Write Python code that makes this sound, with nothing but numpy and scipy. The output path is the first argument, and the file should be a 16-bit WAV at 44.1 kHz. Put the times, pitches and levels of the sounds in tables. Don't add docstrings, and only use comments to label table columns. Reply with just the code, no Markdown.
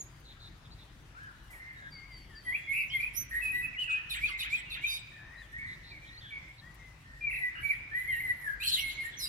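import sys
import numpy as np
from scipy import signal
from scipy.fft import rfft, irfft, next_fast_len
from scipy.io import wavfile
from scipy.ndimage import uniform_filter1d

SR = 44100
rng = np.random.default_rng(int(sys.argv[2]) if len(sys.argv) > 2 else 0)


def materialize(psi):
    bounded = np.clip(np.atleast_2d(psi).T, -1, 1)
    quanta = np.round(bounded * 32767).astype(np.int16)
    wavfile.write(sys.argv[1], SR, quanta)


def volts_from_db(level):
    exponent = np.asarray(level, float) / 20
    return 10 ** exponent


N = 409248


# time in seconds, pitch in Hz, level in dB.
CHIRPS = [
    [(2.9, 2920, -48.5), (2.93, 3210, -47.5), (2.955, 3310, -54)],
    [(8.655, 4400, -51), (8.68, 4150, -35), (8.7, 4070, -47)],
    [(8.72, 4300, -39.5), (8.745, 3894, -33.5), (8.77, 3045, -44), (8.81, 2730, -47.5)],
    [(8.608, 3750, -57), (8.63, 4050, -51), (8.655, 4150, -52)],
    [(8.645, 3250, -50), (8.67, 3150, -48)],
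    [(8.635, 2450, -52), (8.68, 2600, -50), (8.7, 3400, -47), (8.725, 3250, -52)],
    [(8.765, 2050, -54), (8.805, 2250, -48)],
]
# start in seconds, length in seconds, from Hz, to Hz, level in dB.
HOARSE = [(3.31, 0.1176, 1820, 1970, -39.5), (4.885, 0.092, 4780, 4850, -51), (4.89, 0.09, 6150, 6100, -58),
          (4.875, 0.1, 2443, 2340, -50.5), (7.55, 0.073, 2820, 2900, -54), (9.12, .04, 3500, 3250, -56),
          (9.19, .03, 5750, 5500, -52), (9.215, .065, 8000, 7600, -59), (4.57, .07, 2050, 1950, -52),
          (9.195, .09, 4200, 3850, -47), (9.17, 0.045, 6050, 6000, -50.5), (9.205, .09, 5250, 4750, -43.5)]
# time in seconds, centre pitch in Hz, level in dB.
WARBLED = [
    [(2.73, 2304, -43.5), (2.78, 2505, -38), (2.85, 2368, -44.5)],
    [(2.99, 2193, -50), (3.035, 2302, -44), (3.088, 2373, -53.5)],
    [(3.13, 5380, -87), (3.15, 5220, -65), (3.17, 5700, -51)],
    [(7.305, 2330, -48), (7.35, 2320, -44), (7.397, 2205, -48)],
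    [(7.55, 1436, -57.5), (7.625, 1490, -59)],
]
# turns per second, swing as a share of pitch,
# rising share of a turn, dB louder at the top.
WARBLES = [
    (114.4, 0.091, 0.45, 0.5),
    (31.15, 0.07, 0.415, 8),
    (100, 0.067, 1, 5),
    (31.83, 0.157, 0.27, -1),
    (60.5, 0.13, 0.31, 4.5),
]


def blackbird():
    clear = sing(fluted(), .003, 70, 1.7) + sing(WARBLED, .004, 90, 1.2, WARBLES)
    chirps = sing(CHIRPS, .022, 210, 2.4)
    calls = sing(chatter_strokes(), .012, 210, 2.4, edge_s=.003)
    hoarse = sing(shaped(HOARSE, HUSKY), 0.0284, 174, 1.1)
    tones, upper, level = clear + chirps + calls + hoarse
    return volts_from_db(6.5) * tones + volts_from_db(2.5) * rasp(upper, level)


# time in seconds, pitch in Hz, level in dB.
TURNS = [
    [(2.45, 2034, -58), (2.485, 1926, -41), (2.52, 2030, -43), (2.552, 2400, -40.5), (2.565, 2760, -51)],
    [(2.67, 2124, -54), (2.7, 2190, -39), (2.73, 2190, -39)],
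    [(3.775, 2820, -52), (3.8, 3010, -41), (3.83, 2900, -43), (3.845, 2640, -45)],
    [(7.21, 2410, -54), (7.25, 2394, -41), (7.29, 2303, -42.5), (7.31, 2020, -49)],
    [(7.63, 2270, -46), (7.65, 2298, -36), (7.68, 2280, -49), (7.71, 2338, -32.5), (7.72, 2060, -48),
     (7.74, 1890, -43.5)],
    [(8.075, 1961, -44), (8.087, 2170, -41), (8.12, 1990, -37.5), (8.16, 1850, -44.5), (8.195, 1930, -48),
     (8.207, 2206, -33.5)],
    [(8.21, 2003, -49), (8.24, 2079, -42), (8.28, 1993, -42.5), (8.31, 1950, -35), (8.335, 1960, -53)],
    [(8.6, 2350, -50), (8.628, 2660, -45.5), (8.64, 3370, -47)],
]
# start in seconds, length in seconds, from Hz, to Hz, level in dB.
ROUNDED_NOTES = [(2.882, 0.071, 6830, 4160, -66), (3.415, 0.12, 2600, 2524, -39.5),
                 (3.525, .1, 1935, 1968, -39.5), (3.875, 0.11, 2575, 2507, -38),
                 (4.85, 0.13, 3776, 3746, -46.5), (7.4, 0.088, 2010, 1969, -39.5),
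                 (7.915, 0.14, 1750, 2027, -38), (8.44, .105, 1880, 1613, -42.5),
                 (8.81, .11, 2197, 2153, -41.5), (8.97, 0.068, 2210, 2131, -42.5),
                 (9.035, 0.069, 1796, 1878, -45.5)]
SWELLING_NOTES = [
    (2.93, 0.046, 2200, 2058, -34.5),
    (3.62, .045, 2580, 2538, -40),
]
FADING_NOTES = [
    (3.17, 0.067, 5930, 5984, -44),
]


def fluted():
    rounded = shaped(ROUNDED_NOTES, ROUNDED)
    swelling = shaped(SWELLING_NOTES, CRESTING)
    fading = shaped(FADING_NOTES, FADING)
    return TURNS + rounded + swelling + fading + chatter(CHATTER_PURE, CRESTING)


# seconds after its start, length in seconds, from Hz, to Hz, level in dB.
CHATTER = [
    (0, .03, 4130, 3544, -46.5),
    (.036, .018, 3714, 1807, -51),
    (.055, 0.0412, 1295, 1924, -56),
    (.055, .028, 1893, 2566, -50),
    (.036, .012, 4800, 2700, -51),
    (.025, .025, 3700, 3800, -52),
    (.05, .025, 2900, 3300, -55),
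    (.082, .014, 2500, 1950, -52),
]
CHATTER_PURE = [
    (.008, 0.021, 2644, 2430, -42),
    (.11, .058, 2140, 2550, -34),
]
CHATTER_DROP = [
    (.168, .04, 2300, 1100, -59),
]
CHATTER_FLICK = [
    (.16, .03, 3750, 3200, -55),
]


def chatter_strokes():
    drop = chatter(CHATTER_DROP, LEVEL, count=1)
    flick = chatter(CHATTER_FLICK, LEVEL, count=2)
    return chatter(CHATTER, LEVEL) + drop + flick


# start in seconds, level in dB.
CHATTER_AT = [
    (4.099, -1.5),
    (4.39, -2.5),
    (4.705, -5),
]


def chatter(strokes, law, count=3):
    rows = [np.add(row, (s, 0, 0, 0, db)) for s, db in CHATTER_AT[:count] for row in strokes]
    return shaped(rows, law)


# start in seconds, end in seconds,
# treble in dB, scratch below it in dB.
HISSING = [(2.427, 2.62, -67, -2), (2.69, 2.86, -60, -5.5), (2.922, 3.079, -62.5, -1),
           (3.292, 3.462, -59, -13), (4.186, 4.316, -66, 11.5), (4.496, 4.59, -67, 11),
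           (4.813, 4.886, -74, 11), (7.293, 7.494, -63, -9), (7.949, 8.063, -60.5, -10),
           (8.071, 8.365, -58, -12), (8.6, 8.66, -60, 4), (8.63, 8.81, -47.5, 7), (8.79, 8.935, -57.5, -1),
           (8.8, 9.16, -80, 21), (4.14, 4.36, -88, 21), (4.43, 4.66, -88, 21)]
RASPING = [
    (0, 0.044, -63.5, -8),
    (3.422, 3.525, -66, 0),
    (3.516, 3.669, -59.5, -13),
    (3.791, 3.857, -74, 17.5),
    (3.892, 3.97, -76.5, 21),
    (7.593, 7.788, -64, -2),
    (8.37, 8.543, -62.5, -6),
]
GRATING = [
    (3.135, 3.165, -45, -25),
    (3.165, 3.25, -47, -25),
    (4.094, 4.152, -55.5, 2.5),
    (4.378, 4.444, -57, 7.5),
    (4.697, 4.754, -63.5, 4),
    (4.869, 5.0, -56, 1),
    (9.002, 9.1, -63.5, -20),
    (9.186, 9.29, -49, -10),
]
OVERTONE_SHARES = (.14, .36, .94)
# frequency in Hz, level in dB per Hz.
TREBLE = [(3200, -22), (4000, -4), (6000, -42), (7800, -29), (9200, -11.5), (11100, 4.5), (13500, -6),
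          (15800, -21)]
SCRATCH = [(1700, -30), (2900, 15), (4200, 13), (5000, 4), (6500, 4), (8000, 6), (10000, -11), (15000, -35)]


def rasp(upper, level):
    t = np.arange(0, N + 64, 64) / SR
    effort = np.zeros((3, len(t)))
    for rows, share in zip((HISSING, RASPING, GRATING), OVERTONE_SHARES):
        for start, end, db, scratch_db in rows:
            u = np.clip((t - start + 0.003) / (end - start + 0.03), 0, 1)
            burst = volts_from_db(db) * np.sin(np.pi * u ** 0.7) ** 0.88
            effort += burst * np.array([[np.sqrt(1 - share)], [np.sqrt(share)], [volts_from_db(scratch_db)]])
    hiss, edge, scratch = [np.interp(np.arange(N) / SR, t, e) for e in effort]
    leading = upper / (level + volts_from_db(-36.5))
    lines = volts_from_db(11.5) * coloured(leading, lambda hz: volts_from_db(read(TREBLE, hz)) + volts_from_db(-13.5) * (hz < 9000))
    return hiss * patchy_noise(TREBLE, 5.1) + edge * lines + scratch * patchy_noise(SCRATCH, 7.2)


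# share of length at the loudest, dB at start, dB at end,
# quarter turns of pitch (near 0 straight, 1 settles, 2 returns).
ROUNDED = (0.3, -10, -8, 1.4)
FADING = (0.37, -3.5, -16.5, 1.07)
CRESTING = (0.57, -15.5, -5.5, .5)
LEVEL = (-2.7, 2, 4, 0.96)
HUSKY = (0.5, -8, -12.5, 0.64)
ARCHED = (.55, -4, -5, 1.95)


def shaped(rows, law):
    top, start_db, end_db, turns = law
    u = np.linspace(0, 1, num=13)
    turns = np.clip(turns, .05, 2) * np.pi / 2
    glide = np.sin(turns * u) / np.sin(min(turns, np.pi / 2))
    swell_db = np.interp(u, [0, np.clip(top, .05, .95), 1], [start_db, 0, end_db])
    return [np.transpose([start + length * u, low + (high - low) * glide, db + swell_db])
            for start, length, low, high, db in rows]


def sing(notes, drift, drift_hz, shake_db, warbles=None, edge_s=.005):
    lead = SR // 10
    out = np.zeros((3, N + SR))
    for k, rows in enumerate(notes):
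        s, hz, db = np.transpose(rows)
        t = np.arange(s[0] - edge_s, s[-1] + edge_s, 1 / SR)
        pitch = np.interp(t, s, hz) * (1 + drift * wander(len(t), drift_hz))
        loud_db = np.interp(t, s, db) + shake_db * wander(len(t), drift_hz)
        if warbles:
            rate, swing, rise, top_db = warbles[k]
            turn = np.sin(np.pi / 2 * signal.sawtooth(2 * np.pi * rate * (t - s[0]), rise))
            pitch *= 1 + swing * turn
            loud_db += top_db * turn
        phase = 2 * np.pi * (np.cumsum(pitch) / SR + rng.random())
        to_edge = np.minimum(t - t[0], t[-1] - t)
        edges = np.sin(np.pi / 2 * np.clip(to_edge / (2 * edge_s), 0, 1)) ** 2
        level = np.sqrt(2) * volts_from_db(loud_db) * edges
        blurred = phase + 0.21 * wander(len(t), 150)
        upper = sum(np.cos(n * blurred) * (n * pitch < SR / 2.6) for n in range(2, 9))
        upper = upper * np.sqrt(pitch / 2000)
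        at = round(t[0] * SR) + lead
        out[:, at:at + len(t)] += level * np.array([np.sin(phase), upper, np.ones(len(t))])
    return out[:, lead:lead + N]


# start in seconds, length in seconds, from Hz, to Hz, level in
# dB.
FAR_FADING = [(0, 0.038, 6920, 6510, -45), (1.915, 0.11, 4720, 4570, -48), (2.115, 0.14, 4770, 4490, -50),
              (2.355, 0.072, 4820, 4550, -47), (3.87, .05, 1900, 1254, -46), (5.41, .07, 3930, 3050, -59),
              (5.375, 0.049, 3970, 3980, -53), (5.585, 0.092, 2226, 2174, -44),
              (5.63, 0.12, 1795, 2067, -45.5), (6.23, 0.06, 1900, 1600, -52), (6.075, .03, 4000, 3700, -55),
              (6.21, .03, 3800, 3350, -55), (1.53, .04, 2380, 2050, -54), (6.79, 0.17, 2148, 2017, -52.5),
              (7.41, 0.082, 2634, 2520, -53)]
FAR_LEVEL = [(1.5, 0.13, 2050, 1826, -57.5), (1.6, 0.14, 1850, 1834, -58.5),
             (1.75, 0.15, 1800, 1618, -55.5), (2.07, 0.1, 2270, 2028, -55), (2.42, .28, 3125, 3360, -66),
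             (3.73, 0.057, 2600, 1945, -50), (3.84, 0.119, 2920, 2766, -49),
             (3.92, 0.09, 1500, 1826, -51.5), (4.305, 0.071, 2090, 2117, -44),
             (5.53, 0.066, 1820, 1923, -47), (5.91, 0.04, 2457, 2250, -53.5), (5.945, .02, 2400, 2150, -55),
             (5.965, .025, 2350, 2100, -56), (6.015, .04, 2370, 2340, -59), (6.12, .04, 3850, 4250, -63),
             (6.235, .08, 3400, 3420, -60), (6.41, .11, 1980, 2170, -59), (6.61, .09, 3300, 3300, -72),
             (1.85, .05, 1600, 1880, -57), (1.22, .05, 3100, 3080, -74), (1.41, .08, 3050, 2850, -76),
             (1.76, .04, 3800, 3780, -70), (6.05, 0.138, 1846, 1928, -60), (6.62, 0.093, 1767, 1951, -53.5),
             (6.74, 0.089, 1817, 1940, -60), (1.6, 0.12, 2060, 2090, -53.5), (6.168, 0.03, 3680, 4590, -56),
             (6.31, 0.076, 2292, 2216, -47.5), (7.05, 0.23, 1800, 1880, -61),
             (8.09, .06, 3210, 3060, -58.5), (8.12, .07, 2850, 2760, -58.5)]
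FAR_ARCHED = [
    (1.15, .17, 1300, 1690, -50),
    (1.93, 0.15, 2250, 2126, -48),
    (2.3, 0.104, 1927, 1747, -51),
    (4.66, 0.17, 2850, 2690, -50),
]
FAR_HUSKY = [
    (5.12, .12, 1830, 1750, -53),
    (5.24, .12, 1750, 1900, -53),
    (5.34, .09, 1920, 1830, -49),
    (5.6, .14, 1900, 2050, -52),
]
FAR_BUZZES = [(.25, 0.08, 4010, 3810, -61.5), (.4, 0.087, 3900, 3820, -60), (.645, 0.029, 3700, 3380, -66),
              (.71, 0.03, 3900, 4350, -61.5), (.785, 0.053, 3800, 3800, -64), (2.1, 0.27, 3100, 3100, -74),
              (5.67, 0.083, 3890, 3820, -63.5), (5.84, 0.087, 3900, 4100, -60),
              (6.05, 0.05, 3300, 3500, -65), (6.58, .03, 4100, 3900, -61), (1.82, .08, 3600, 3500, -70),
              (6.21, .11, 3400, 3300, -61)]


def far_birds():
    notes = shaped(FAR_FADING, FADING) + shaped(FAR_LEVEL, LEVEL) + shaped(FAR_ARCHED, ARCHED)
    clear = sing(notes, .006, 80, 2.5, edge_s=.012)[0]
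    husky = sing(shaped(FAR_HUSKY, LEVEL), .03, 150, 3, edge_s=.02)[0]
    shakes = [(122.0, 0.07, 0.36, 0.82)] * len(FAR_BUZZES)
    buzzes = sing(shaped(FAR_BUZZES, LEVEL), 0.03, 230, 1.6, shakes, edge_s=0.012)[0]
    return clear + husky, buzzes


# frequency in Hz, time to fall 60 dB in seconds.
GROVE = [(1500, 1.84), (3200, 1.6), (4200, 1.2), (6000, .5), (10400, 0.04)]


def grove(x, start_s, length_s, speed):
    taps = np.zeros((2, round(length_s * SR)))
    grid = np.arange(round(start_s * SR), taps.shape[1] - 20, 20)
    places = grid + rng.integers(0, 20, (2, len(grid)))
    np.put_along_axis(taps, places, rng.choice([-1., 1.], (2, len(grid))), 1)
    hz, t, z = signal.stft(taps, SR, nperseg=256)
    dying = volts_from_db(-60 * speed * t / read(GROVE, hz)[:, None])
    tail = signal.istft(z * dying, SR, nperseg=256)[1]
    return signal.fftconvolve(x[None], tail / np.linalg.norm(tail[0]), axes=1)[:, :N]


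# start in seconds, length in seconds, centre in Hz, level in dB.
RUSTLES = [(.197, .02, 12000, -68), (.577, .015, 10500, -75), (.82, .12, 10000, -80),
           (5.517, .04, 9000, -70), (5.576, .05, 8500, -69), (5.66, .07, 8500, -71),
           (6.742, .02, 11000, -63), (1.05, .04, 8000, -76), (1.228, .025, 8700, -70),
           (1.312, .012, 10000, -74), (1.43, .04, 10000, -73), (1.5, .12, 9800, -60.5),
           (1.726, .012, 11000, -72), (2.1, .05, 11000, -77), (2.165, .06, 9200, -70),
           (2.296, .01, 11000, -71), (5.363, .015, 10000, -75), (6.298, .02, 10000, -72),
           (6.48, .03, 10000, -75)]


def rustles():
    out = np.zeros((2, N))
    for start, length, hz, db in RUSTLES:
        t = np.arange(0, 2.5 * length + .01, 1 / SR)
        shared, own = rng.standard_normal(len(t)), rng.standard_normal((2, len(t)))
        band = signal.butter(1, [hz * .78, min(hz * 1.25, SR / 2.5)], "band", fs=SR, output="sos")
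        shape = np.minimum(t / (.08 * length + .0005), 1) * volts_from_db(-14 * (t / length) ** 2.2)
        at = round(start * SR)
        out[:, at:at + len(t)] += volts_from_db(db) * shape * evened(signal.sosfilt(band, shared + .8 * own))
    return out


# frequency in Hz, level in dB per Hz.
TOWN = [(25, 3.5), (130, -2.5), (220, -11.5), (320, -11.5), (430, -19), (1590, -17.5), (3570, -23),
        (15800, -40.5)]
# frequency in Hz, likeness from -1 to 1.
TOWN_SAME = [(60, 0.95), (180, 0.93), (550, 0.64), (1650, 0.0059), (4970, 0.092), (15000, -0.3)]
# frequency in Hz, width in Hz, level in dB.
HUMS = [
    (50.3, 3.2, -59.5),
    (113.9, 16.8, -64),
    (144, 8.6, -67.5),
]
# frequency in Hz, left minus right in dB.
TOWN_PORT_DB = [(60, 2), (150, 1.5), (380, 0), (950, 7.5), (2380, 5), (5980, 0), (15000, -4)]


def town():
    frames, hz = N // 512 + 5, np.fft.rfftfreq(2048, 1 / SR)
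    a, b, c, d, patches = rng.standard_normal((frames, 1025, 5)).T
    patches = evened(uniform_filter1d(uniform_filter1d(patches, 30, 0), 8, 1))
    breeze = evened(uniform_filter1d(rng.standard_normal(frames), size=4))
    gust_db = 1.5 * breeze * np.clip(hz / 5000 - .6, 0, 1)[:, None]
    same = np.clip(read(TOWN_SAME, hz), -1, 1)[:, None]
    left = a + 1j * b
    z = np.array([left, same * left + np.sqrt(1 - same ** 2) * (c + 1j * d)])
    z *= volts_from_db(read(TOWN, hz)[:, None] + 2.0 * patches + gust_db)
    wash = volts_from_db(-54) * evened(signal.istft(z, nperseg=2048, noverlap=1536)[1][:, :N])
    t = np.arange(N) / SR
    hums = np.zeros(N)
    for f, width, db in HUMS:
        cosine = wander(N, width) * np.cos(2 * np.pi * f * t)
        hums += volts_from_db(db) * (cosine + wander(N, width) * np.sin(2 * np.pi * f * t))
    return ports(wash + hums, TOWN_PORT_DB, 0)


def ports(pair, balance, lag_s):
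    side = np.array([[.5], [-.5]])

    def gain(hz):
        return volts_from_db(side * read(balance, hz)) * np.exp(-2j * np.pi * hz * lag_s * (side + .5))
    return coloured(pair, gain)


def patchy_noise(colour, patchy_db):
    hz = np.fft.rfftfreq(256, 1 / SR)
    a, b, patches = rng.standard_normal((N // 128 + 3, 129, 3)).T
    patches = evened(uniform_filter1d(uniform_filter1d(patches, 6, 0), 9, 1))
    z = (a + 1j * b) * volts_from_db(read(colour, hz)[:, None] + patchy_db * patches)
    return evened(signal.istft(z, nperseg=256, noverlap=128)[1][:N])


def read(points, hz):
    f, value = np.transpose(points)
    return np.interp(np.log(hz + 1), np.log(f + 1), value)


def evened(x):
    return x / np.sqrt(np.mean(x ** 2) + 1e-20)


def wander(length, hz):
    slow = signal.butter(2, hz, fs=SR, output="sos")
    return evened(signal.sosfilt(slow, rng.standard_normal(length + 2000))[2000:])


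def coloured(x, gain):
    size = next_fast_len(N + 2048)
    return irfft(rfft(x, size) * gain(np.fft.rfftfreq(size, 1 / SR)), size)[..., :N]


# frequency in Hz, left minus right in dB.
PORT_DB = [(1200, 10), (1900, 1), (2700, -2.5), (4200, 3), (6400, -8), (9800, -21), (15000, -5)]
RIGHT_PORT_DB = [(1200, 6), (1900, 0), (2700, -3), (4200, 2), (6400, -2)]
# from seconds, to seconds.
AHEAD = [
    (1.9, 2.45),
    (5.1, 5.5),
    (6.6, 7.0),
]


def scene():
    near, (whistles, buzzes) = blackbird(), far_birds()
    stir = .5 + .85 * wander(N, 110)
    branches = grove(near, .002, .08, 10.5)
    dulled = coloured(near, lambda hz: 1 / (1 + (hz / 6000) ** 2))
    wall = grove(dulled, .108, 0.17, 17.0)
    tail = grove(near * stir, .01, 1.1, 1.2)
    song = near + volts_from_db(-7.5) * branches + volts_from_db(-26.5) * wall + volts_from_db(-14) * tail
    chorus = whistles + volts_from_db(-12.0) * grove((whistles + buzzes) * stir, .004, .9, 1.5)
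    t = np.arange(N) / SR
    ahead = uniform_filter1d(sum(1. * (a < t) * (t < b) for a, b in AHEAD), size=2000)
    right = ports(volts_from_db(1.5) * chorus * (1 - ahead) + volts_from_db(2.5) * buzzes, RIGHT_PORT_DB, 0.00033)
    middle = ports(volts_from_db(-4.5) * chorus * ahead + rustles(), TOWN_PORT_DB, 0)
    near_right = ports(song, PORT_DB, 0.000388)
    return near_right + middle + right + town()


def low_pass(x):
    return signal.sosfilt(signal.butter(12, 15900, fs=SR, output="sos"), x)


def record(dry):
    thin = coloured(dry, lambda hz: 1 / (1 + (28.8 / (hz + 1)) ** 6))
    return low_pass(thin)


dry = scene()
out = record(dry)
materialize(out)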